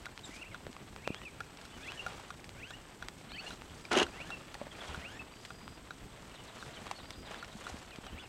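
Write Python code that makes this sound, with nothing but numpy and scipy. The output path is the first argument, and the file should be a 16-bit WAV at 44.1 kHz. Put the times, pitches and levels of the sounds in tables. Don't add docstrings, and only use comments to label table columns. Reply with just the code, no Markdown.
import sys
import numpy as np
from scipy import signal
from scipy.fft import rfft, irfft
from scipy.io import wavfile
from scipy.ndimage import uniform_filter1d

SR = 44100
rng = np.random.default_rng(int(sys.argv[2]) if len(sys.argv) > 2 else 0)


def dump_mix(stems):
    frames = np.atleast_2d(stems).T
    limited = np.clip(frames, -1, 1)
    pcm = np.round(limited * 32767).astype(np.int16)
    wavfile.write(sys.argv[1], SR, pcm)


N = 365148
T = np.arange(N) / SR


def undb(db):
    return 10 ** (np.asarray(db) / 20)


def unit(x):
    return x / np.std(x)


def peak(x, db):
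    return x * undb(db) / np.abs(x).max()


def add(out, start_s, x):
    i = max(int(start_s * SR), 0)
    out[i:i + len(x)] += x[:max(N - i, 0)]


def starting_at(x, start_s):
    return np.roll(x, -int(start_s * SR))


def walk(rate_hz):
    lowpass = signal.butter(2, rate_hz, fs=SR, output="sos")
    settled = signal.sosfilt(lowpass, rng.standard_normal(N + SR))[SR:]
    return unit(settled)


def colour(x, points):
    hz, db = np.transpose(points)
    f = np.maximum(np.arange(N // 2 + 1) * SR / N, 1)
    gain = undb(np.interp(np.log(f), np.log(hz), db))
    return unit(irfft(rfft(x) * gain, N))


def grains(rate, spread_db):
    size = undb(spread_db * np.minimum(rng.exponential(size=N), 5))
    strikes = rng.random(N) < rate / SR
    return unit(strikes * size * rng.standard_normal(N))


def decay(t, t60):
    return np.exp(-np.log(1000) * t / t60)


def ring(modes):
    t = T[:SR // 4]
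    swing = sum(undb(db) * np.sin(2 * np.pi * hz * t) * decay(t, t60) for hz, db, t60 in modes)
    highpass = signal.butter(1, modes[0][0] / 2, "high", fs=SR, output="sos")
    return signal.sosfilt(highpass, swing)


def contact(t60, grit):
    t = T[:SR // 20]
    return (t == 0) + grit * rng.standard_normal(len(t)) * decay(t, t60)


def sing(hz):
    return np.sin(2 * np.pi * np.cumsum(hz) / SR)


# hz, relative_db
THROAT_RESONANCE = [(950, -38), (1400, -9), (1850, -2), (2200, 2), (2700, 6.5), (3150, -7), (3700, -16),
                    (7500, -11)]
RESONANT_HZ = 1285
PRESS_DB_PER_OCTAVE = 10


def syllable(hz, db, waver, voice):
    hz = uniform_filter1d(hz, size=200) * (1 + waver[:len(hz)])
    k = np.arange(1, len(voice) + 1)[:, None]
    throat_hz, throat_db = np.transpose(THROAT_RESONANCE)
    lit_db = np.interp(k * hz, throat_hz, throat_db - throat_db.max())
    voice_db = np.array(voice)[:, None] - max(voice)
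    pressed_db = PRESS_DB_PER_OCTAVE * np.maximum(np.log2(hz / RESONANT_HZ), 0) * np.maximum(k - 2, 0)
    harmonics = undb(lit_db + voice_db + pressed_db) * np.sin(2 * np.pi * k * np.cumsum(hz) / SR)
    tone = np.sqrt(2) * harmonics.sum(0)
    return tone * undb(db) * signal.windows.tukey(len(hz), .08)


LOW_HZ, QUAVER_HZ = 670, 111.7
LEAD_S, SWELL_DB_PER_S = 0.1, 63
PUSH_DB, PUSH_S = 3, 0.0096
GLIDE_BEND = .72


def squeal(rise, stall, quavers, glide, end_hz, fade):
    t = np.arange(-LEAD_S, stall + glide, 1 / SR)
    before, during, after = np.minimum(t, 0), np.clip(t, 0, stall), np.clip((t - stall) / glide, 0, 1)
    climb = (RESONANT_HZ - LOW_HZ) * np.exp(before / rise)
    last_glide = (end_hz - RESONANT_HZ) * after ** GLIDE_BEND
    quaver = QUAVER_HZ * np.sin(2 * np.pi * quavers * during)
    push_db = PUSH_DB * (np.exp(-((t - during) / PUSH_S) ** 2) - 1)
    effort_db = SWELL_DB_PER_S * before - fade * (t - before) + push_db
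    return LOW_HZ + climb + last_glide + quaver, effort_db


# resonance_s (when the pitch gets there), rise_s, stall_s, quavers_per_s (negative dips first),
# glide_s, end_pitch_hz, level_db (before squeal_trim_db), fade_db_per_s (negative grows),
# tremble (share of the pitch)
SQUEAL_CALLS = [(1.054, 0.046, 0.08, 39.5, 0.11, 1936, -51, 2, 0.019),
                (1.886, 0.039, 0.0026, 2.5, 0.1, 1870, -42.5, 32, 0.035),
                (2.636, 0.029, 0.0022, 0.5, 0.11, 1900, -45.5, 4, .005),
                (3.389, 0.036, 0.0035, -1, .074, 1820, -43.5, 30, 0.0056),
                (4.215, 0.059, 0, 0, .097, 1855, -44.5, 25, .008),
                (5.058, .046, 0, 0, 0.13, 1886, -45, -5, .005)]
# start_s, hold_s, pitch_hz, glide_hz_per_s, level_db (before break_trim_db)
WHISTLE_BREAKS = [(1.228, 0.0084, 2840, 12000, -50), (1.251, 0.028, 2670, -11000, -48),
                  (1.974, .008, 2900, 6000, -43), (1.993, 0.0096, 2730, 7000, -39.5),
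                  (2.734, .018, 2770, 7000, -48), (3.464, .016, 2784, 6000, -43.5),
                  (4.314, 0.027, 2760, -2500, -45), (5.193, 0.0067, 2630, -1500, -44.5)]
# time_s, pitch_hz, level_db, tremble (share of the pitch)
FALTERING_SQUEALS = [
    [(.3, 998, -50, 0.084), (.41, 1297, -56, 0.046), (0.426, 1433, -40, .01), (.44, 980, -51, .01),
     (.467, 1386, -54, .03), (.505, 1310, -68, .05), (.52, 1110, -48, .02), (.54, 950, -53, .02)],
    [(8.09, 850, -65, .05), (8.165, 896, -54, .03), (8.186, 1200, -49, .01), (8.196, 1496, -49, .005),
     (8.224, 1518, -50, .005), (8.25, 1180, -62, .01)],
]
REEDY_VOICE = [4.5, 4.5, -2.5, -9]
PURE_VOICE = [0, -8]
BREAK_RELEASE_S, BREAK_FADE_DB_PER_S = 0.04, 600


def squealer(squeal_trim_db=1, break_trim_db=2, tremble_hz=48):
    out, waver = np.zeros(N), 0.012 * walk(73)
    shake = np.sin(2 * np.pi * tremble_hz * T + 1.4 * walk(26.3))
    for curve in FALTERING_SQUEALS:
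        s, hz, db, tremble = np.transpose(curve)
        t = np.arange(s[0], s[-1], 1 / SR)
        pitch = np.interp(t, s, hz) * (1 + np.interp(t, s, tremble) * shake[:len(t)])
        add(out, s[0], syllable(pitch, np.interp(t, s, db), waver, REEDY_VOICE))
    for s, rise, stall, quavers, glide, end_hz, db, fade, tremble in SQUEAL_CALLS:
        hz, effort_db = squeal(rise, stall, quavers, glide, end_hz, fade)
        unsteady = starting_at(waver + tremble * shake, s)
        add(out, s - LEAD_S, syllable(hz, db + squeal_trim_db + effort_db, unsteady, REEDY_VOICE))
    for s, hold, hz, slope, db in WHISTLE_BREAKS:
        t = np.arange(0, hold + BREAK_RELEASE_S, 1 / SR)
        level_db = db + break_trim_db - BREAK_FADE_DB_PER_S * np.maximum(t - hold, 0)
        add(out, s, syllable(hz + slope * t, level_db, starting_at(waver, s), PURE_VOICE))
    return out


# start_s, hull_peak_db, clatter_peak_db, crunch_db (before crunch_trim_db)
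SHOVE_JOLTS = [(3.918, -31, -40, -39), (3.93, -39, -34, -34), (3.953, -32, -22.5, -50),
               (3.966, -17.5, -29, -37), (3.974, -20, -21, -33), (3.985, -39, -21.5, -31.5),
               (3.998, -25, -18, -37), (4.015, -17.5, -33, -43), (4.029, -32, -24.5, -35.5)]
# pitch_hz, relative_db, t60_s (the load shortens it in the booms)
HULL_MODES = [(269.7, 1, 0.27), (349, 7.5, 0.16), (376, 5, 0.1), (411, 11, 0.099), (517, 5.5, 0.1),
              (753, -0.5, 0.11), (790, 0.5, 0.1), (910, 0, .07), (1080, 4, 0.097), (1840, -7, .05)]
# pitch_hz, relative_db, t60_s
CLATTER_MODES = [(2800, 3, 0.024), (2900, 6.5, 0.023), (3150, 5, 0.03), (3250, -1, 0.015),
                 (5500, -8, 0.017), (6320, -0.5, 0.0091)]
# hz, relative_db
SCRAPE_SPECTRUM = [(50, -30), (120, -34), (185, -36), (245, -9), (400, 1), (700, 3), (1100, 2.5),
                   (1600, 1.5), (2100, -5), (3100, -7), (4500, -13.5), (6600, -20), (9000, -28),
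                   (15000, -51)]
# hz, relative_db
CRUNCH_SPECTRUM = [(500, -22), (1600, 2), (3000, 5), (4500, 1), (6500, -2.5), (8500, -8.5), (11000, -15),
                   (15500, -37)]
SHOVE_S, SHOVE_ATTACK_S, SHOVE_HOLD_S, SHOVE_FADE_DB_PER_S = 3.909, 0.0069, 0.11, 800
CRUNCH_S, CRUNCH_LEAD_S = 0.015, 0.0057


def knock(scrape_db=-30.5, hull_db=-36.5, crunch_trim_db=1.5, squeak_s=3.911, squeak_hz=1450, judder_db=1.3):
    since = T - SHOVE_S
    fade_db = SHOVE_FADE_DB_PER_S * np.clip(since - SHOVE_ATTACK_S - SHOVE_HOLD_S, 0, 1)
    force = np.clip(since / SHOVE_ATTACK_S, 0, 1) * undb(judder_db * walk(79) - fade_db)
    slips, hull, clatter = grains(rate=16000, spread_db=1.2), ring(HULL_MODES), ring(CLATTER_MODES)
    out = undb(scrape_db) * force * colour(slips, SCRAPE_SPECTRUM)
    out += undb(hull_db) * signal.fftconvolve(force * slips, hull / np.linalg.norm(hull))[:N]
    t = T[:len(hull)]
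    squeak = ring([(squeak_hz, 0, .1)]) * np.minimum(t / 0.0069, 1)
    add(out, squeak_s, peak(squeak, -32))
    damped_hull = hull * np.minimum(t / .002, 1) * np.exp(-t / .011)
    boom = np.convolve(damped_hull, np.hanning(SR // 900))
    boom = signal.sosfilt(signal.butter(4, 190, "high", fs=SR, output="sos"), boom)
    crush = np.zeros(N)
    for s, boom_db, clatter_db, grit_db in SHOVE_JOLTS:
        add(out, s, peak(boom, boom_db))
        add(out, s, peak(signal.fftconvolve(contact(t60=0.031, grit=0.95), clatter), clatter_db))
        add(crush, s - CRUNCH_LEAD_S, undb(grit_db + crunch_trim_db) * np.hanning(int(CRUNCH_S * SR)))
    out += crush * colour(grains(rate=8000, spread_db=2.0), CRUNCH_SPECTRUM)
    return signal.sosfilt(signal.butter(2, 11500, fs=SR, output="sos"), out)


def chirp(length, start_hz, end_hz, db, arch, rasp):
    along = np.linspace(0, 1, int(length * SR))
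    glide = start_hz + (end_hz - start_hz) * along
    bend = arch * (np.sin(np.pi * along) - np.pi / 4)
    return sing(glide * (1 + bend + rasp[:len(along)])) * np.hanning(len(along)) * undb(db)


# middle_s, length_s, start_hz, end_hz, arch (share of the pitch), level_db (before chirp_trim_db)
SMALL_BIRD_CHIRPS = [(0.247, 0.041, 3870, 3500, 0.071, -49), (0.258, .06, 7800, 7200, .02, -54),
                     (1.167, 0.059, 3050, 3570, 0.0057, -56), (1.705, 0.054, 3200, 3700, .02, -63),
                     (1.748, 0.1, 3000, 2900, .12, -58), (1.836, 0.011, 3850, 3100, 0.095, -49),
                     (1.874, .11, 3250, 3400, 0.15, -59), (1.878, 0.12, 4000, 4090, 0.17, -62),
                     (3.297, .03, 2700, 3700, .03, -59), (3.298, 0.028, 4200, 4000, .25, -59),
                     (3.32, 0.042, 3400, 4700, 0.043, -52), (3.336, .012, 3800, 5000, .02, -52),
                     (3.349, 0.04, 3100, 3060, 0.059, -48), (3.363, 0.014, 4000, 5000, .02, -50),
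                     (3.371, .034, 3110, 2700, 0.12, -53), (3.399, 0.036, 4400, 4530, -.05, -48),
                     (3.476, 0.058, 4120, 4220, 0.084, -55), (3.527, 0.035, 4000, 3950, 0.12, -53),
                     (4.719, 0.026, 3620, 2820, 0.0017, -51), (4.812, 0.026, 3500, 3240, .02, -48),
                     (4.878, 0.026, 3280, 3290, -0.017, -52), (6.398, 0.054, 3000, 2800, .1, -56),
                     (6.597, 0.048, 4170, 4150, 0.056, -60), (6.775, 0.041, 3250, 2900, 0.048, -51.5),
                     (6.973, 0.07, 4550, 4130, 0.015, -55.5), (7.366, 0.017, 3400, 3640, -0.019, -57),
                     (7.413, 0.06, 4400, 4500, 0.017, -60), (7.652, 0.019, 3420, 3520, 0.045, -52),
                     (7.92, 0.028, 3250, 2340, -0.0034, -54), (7.938, 0.033, 2500, 2420, 0.056, -53.5),
                     (8.06, .07, 3150, 3100, .05, -59), (8.087, 0.023, 3080, 2650, .03, -54),
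                     (8.128, .05, 2900, 3150, 0.055, -58), (8.204, 0.037, 3400, 3400, 0.05, -52),
                     (8.238, .035, 4950, 5150, .02, -64), (8.253, 0.032, 3300, 2010, 0.12, -56)]
CHATTER_S, CHATTER_END_S, CHATTER_GAP_S = 6.338, 7.55, 0.1295
SLUR_S, SLUR_TOP_HZ, SLUR_END_HZ, SLUR_DB = 0.043, 4400, 3150, -53


def small_birds(chirp_trim_db=3):
    out, rasp = np.zeros(N), 0.022 * walk(460)
    for s, length, start_hz, end_hz, arch, db in SMALL_BIRD_CHIRPS:
        note = chirp(length, start_hz, end_hz, db + chirp_trim_db, arch, starting_at(rasp, s))
        add(out, s - length / 2, note)
    for s in np.arange(CHATTER_S, CHATTER_END_S, CHATTER_GAP_S):
        add(out, s, chirp(SLUR_S, SLUR_TOP_HZ, SLUR_END_HZ, SLUR_DB, -0.041, 3.4 * starting_at(rasp, s)))
    return out


def birds(scatter_db=-11):
    calls = squealer() + small_birds()
    scatter = rng.standard_normal(SR) * np.exp(-T[:SR] / 0.047)
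    return calls + undb(scatter_db) * signal.fftconvolve(calls, scatter / np.linalg.norm(scatter))[:N]


# start_s, peak_db
LENS_TICKS = [(0.0642, -33.5), (0.545, -31.5), (1.405, -29.5), (2.0643, -25), (2.3046, -32),
              (2.7062, -32.5), (3.0249, -29), (3.5057, -32), (4.066, -33.5), (4.304, -31.5), (4.9449, -31),
              (5.5045, -33.5), (5.907, -31.5), (6.626, -34), (7.427, -33), (7.667, -30), (8.066, -33)]
# pitch_hz, relative_db, t60_s
LENS_MODES = [(782, -6, 0.042), (1237, -8, 0.049), (1427, 5.5, 0.031), (1533, 6.5, 0.015),
              (2500, 4.5, 0.0047), (3400, 2.5, 0.0075), (3820, -5.5, 0.031), (5670, -5.5, 0.011)]


def lens(whine_hz=11795, whine_db=-80):
    out, body = np.zeros(N), ring(LENS_MODES)
    for s, db in LENS_TICKS:
        add(out, s, peak(signal.fftconvolve(contact(t60=0.021, grit=0.29), body), db))
    return out + undb(whine_db) * np.sqrt(2) * sing(whine_hz + 5 * walk(40))


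GRIT_PER_S = 18


def crack(t60):
    soften = signal.butter(2, [600, 4500], "band", fs=SR, output="sos")
    tap = contact(t60, grit=GRIT_PER_S * t60)
    return tap, signal.sosfilt(soften, tap)


# start_s, peak_db, chatter_t60_s
REED_CRACKS = [(0.057, -30.5, 0.013), (0.192, -39, 0.018), (0.363, -39, .025), (0.7296, -33.5, 0.0066),
               (1.572, -40, 0.025), (1.614, -40.5, .03), (1.652, -40, 0.027), (1.92, -28.5, 0.009),
               (2.443, -35.5, 0.02), (2.493, -29.5, 0.005), (3.0854, -22, 0.0057), (4.543, -29.5, 0.021),
               (5.45, -32, 0.049), (6.9126, -31, 0.023), (7.1062, -28, 0.014), (7.959, -35.5, 0.019)]


def reed_cracks():
    out = np.zeros(N)
    for s, db, t60 in REED_CRACKS:
        add(out, s, peak(crack(t60)[1], db))
    return out


# start_s, peak_db, ring_hz, t60_s
WATER_DRIPS = [(.177, -28, 2170, 0.0018), (0.667, -32.5, 1900, 0.003), (0.766, -32.5, 1200, 0.0082),
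               (0.9629, -28.5, 1210, 0.0025), (1.0762, -17, 1280, 0.0016), (1.1457, -24.5, 2460, 0.00097),
               (1.217, -34, 1210, 0.0055), (1.404, -36, 810, 0.026), (3.319, -31, 1390, 0.0046),
               (3.62, -29.5, 1030, 0.0019), (2.673, -41, 2300, 0.0049), (3.852, -35, 2370, 0.013),
               (4.552, -33.5, 920, 0.011), (4.614, -36.5, 1200, 0.013), (4.668, -42, 856, .014),
               (5.679, -30, 1400, 0.0045), (6.868, -32.5, 1170, 0.0099), (6.9126, -27, 1100, 0.0093),
               (7.057, -39, 2020, .004), (7.31, -34, 714, 0.01), (7.3443, -32.5, 1650, 0.0093),
               (7.446, -35.5, 2650, 0.0087), (7.908, -39, 1950, .014)]


def drips(splash_db=-3):
    out = np.zeros(N)
    muffle = signal.butter(2, 6000, fs=SR, output="sos")
    for s, db, hz, t60 in WATER_DRIPS:
        tap, splash = crack(t60)
        cavity = ring([(hz, 0, t60), (2.08 * hz, -2, t60 / 2)])
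        body = signal.sosfilt(muffle, signal.fftconvolve(tap, cavity))[:len(tap)]
        add(out, s, peak(peak(body, 0) + peak(splash, splash_db), db))
    return out


# start_s, peak_db, pitch_hz, t60_s
WATER_PLOPS = [(.292, -39, 306, .018), (.667, -34, 520, 0.0081), (.6995, -40, 280, 0.012),
               (1.0753, -27.5, 560, 0.012), (1.1038, -25, 245, 0.0078), (3.442, -40, 634, 0.025),
               (4.614, -32, 580, 0.04), (4.612, -39, 229, 0.041), (4.668, -35.5, 576, 0.01),
               (4.976, -38, 181, 0.032), (5.63, -44, 207, 0.056), (6.665, -43.5, 135, 0.18),
               (6.913, -37, 790, 0.05), (7.552, -39.5, 208, 0.077), (7.698, -36, 770, .026),
               (7.742, -35.5, 220, 0.017), (7.986, -34, 232, 0.0077), (8.13, -43.5, 240, 0.026)]
# start_s, peak_db
HULL_BUMPS = [(4.03, -43.5), (4.891, -40.5), (4.973, -43.5), (7.72, -43), (8.119, -43)]
BUMP_HZ, BUMP_T60_S = 73.4, 0.23


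def plops():
    out = np.zeros(N)
    bumps = [(s, db, BUMP_HZ, BUMP_T60_S) for s, db in HULL_BUMPS]
    for s, db, hz, t60 in list(WATER_PLOPS) + bumps:
        add(out, s, peak(np.convolve(ring([(hz, 0, t60)]), np.hanning(SR // 1000)), db))
    return out


# start_s, length_s, opening_hz, level_db (before the pulsing and a small flutter)
INSECT_TRILLS = [(3.735, 0.42, 4620, -65), (5.309, 0.48, 4680, -61), (7.019, 0.36, 4750, -59.5)]
# hz, relative_db
CHORUS_SPECTRUM = [(6500, -9), (7600, -4), (8170, 5), (8550, -13.5), (10000, -14.5), (12000, -34),
                   (15500, -33)]
TRILL_HZ, OPENING_S, OPENING_DB = 4875, 0.085, -0.5


def insects(pulse_hz=30.4, chorus_db=-67):
    trills, waver = np.zeros(N), 1 + 0.0085 * walk(230)
    for s, length, opening_hz, db in INSECT_TRILLS:
        t = T[:int(length * SR)]
        opening = t < OPENING_S
        hz = np.where(opening, opening_hz, TRILL_HZ) * waver[:len(t)]
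        pulses = 0.22 + 0.81 * np.abs(np.sin(np.pi * pulse_hz * t))
        pulses = pulses * signal.windows.tukey(len(t), .08)
        add(trills, s, undb(db + OPENING_DB * opening) * pulses * sing(hz))
    chorus = undb(chorus_db) * colour(rng.standard_normal(N), CHORUS_SPECTRUM)
    return trills * undb(1.2 * walk(18)) + chorus


def patter(count=56, loudest_db=-42):
    out = np.zeros(N)
    for when, softness, pitch in rng.random((count, 3)):
        pop = signal.fftconvolve(contact(t60=0.005, grit=0.35), ring([(900 * 4 ** pitch, 0, .006)]))
        add(out, when * N / SR, peak(pop, loudest_db - 9 * softness))
    return out


# middle_s, length_s, wash_db, rustle_db
BANK_SWISHES = [(0.282, .055, -53, -56.5), (0.363, 0.086, -57, -59.5), (1.85, 0.32, -55.5, -62.5),
                (2.126, 0.2, -51.5, -59), (3.487, 0.12, -51.5, -58.5), (3.81, 0.19, -58.5, -64),
                (4.22, 0.39, -52, -63.5), (4.624, 0.27, -57.5, -74), (4.905, 0.23, -48, -58.5),
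                (5.135, 0.12, -56, -72), (5.433, 0.084, -65, -62), (6.705, 0.54, -53.5, -63),
                (6.876, .021, -46, -71), (7.326, 0.095, -47.5, -62), (7.487, 0.18, -56.5, -71),
                (7.683, 0.2, -52, -57.5), (7.985, 0.5, -58, -87)]
# hz, relative_db
LAP_SPECTRUM = [(18, -16), (35, -1.5), (70, -2.5), (130, -3.5), (250, -6), (430, -11.5), (900, -43.5)]
# hz, relative_db
WASH_SPECTRUM = [(200, -8.5), (420, -2), (680, 0), (1500, -4), (2200, -6.5), (3200, -7.5), (4500, -16),
                 (8000, -47)]
# hz, relative_db
RUSTLE_SPECTRUM = [(1800, -19), (3500, -1), (5000, 0), (7500, -2), (9500, -8.5), (12000, -18), (15500, -32)]


def bank(lap_db=-56, stir_db=3, wash_db=-57, rustle_db=-67):
    wash_power, rustle_power = undb(wash_db) ** 2, undb(rustle_db) ** 2
    for s, length, water_db, reeds_db in BANK_SWISHES:
        swell = np.exp(-(2 * (T - s) / length) ** 2)
        wash_power = wash_power + swell * undb(water_db) ** 2
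        rustle_power = rustle_power + swell * undb(reeds_db) ** 2
    stir = np.sqrt(wash_power / wash_power.max())
    lap = undb(lap_db + stir_db * stir + 2.2 * walk(9.5)) * colour(rng.standard_normal(N), LAP_SPECTRUM)
    ripples = colour(grains(rate=11000, spread_db=2.0), WASH_SPECTRUM)
    wash = np.sqrt(wash_power) * undb(1.75 * walk(30)) * ripples
    crackle = colour(grains(rate=20000, spread_db=2.0), RUSTLE_SPECTRUM)
    rustle = np.sqrt(rustle_power) * undb(2.57 * walk(49)) * crackle
    return lap + wash + rustle


def scene():
    animals = birds() + insects()
    water = drips() + plops() + patter() + bank()
    return (animals + knock() + lens() + reed_cracks() + water)[None]


TOP_HZ = 15850


def record(dry):
    return signal.sosfilt(signal.ellip(10, .2, 60, TOP_HZ, fs=SR, output="sos"), dry)


dry = scene()
out = record(dry)
dump_mix(out)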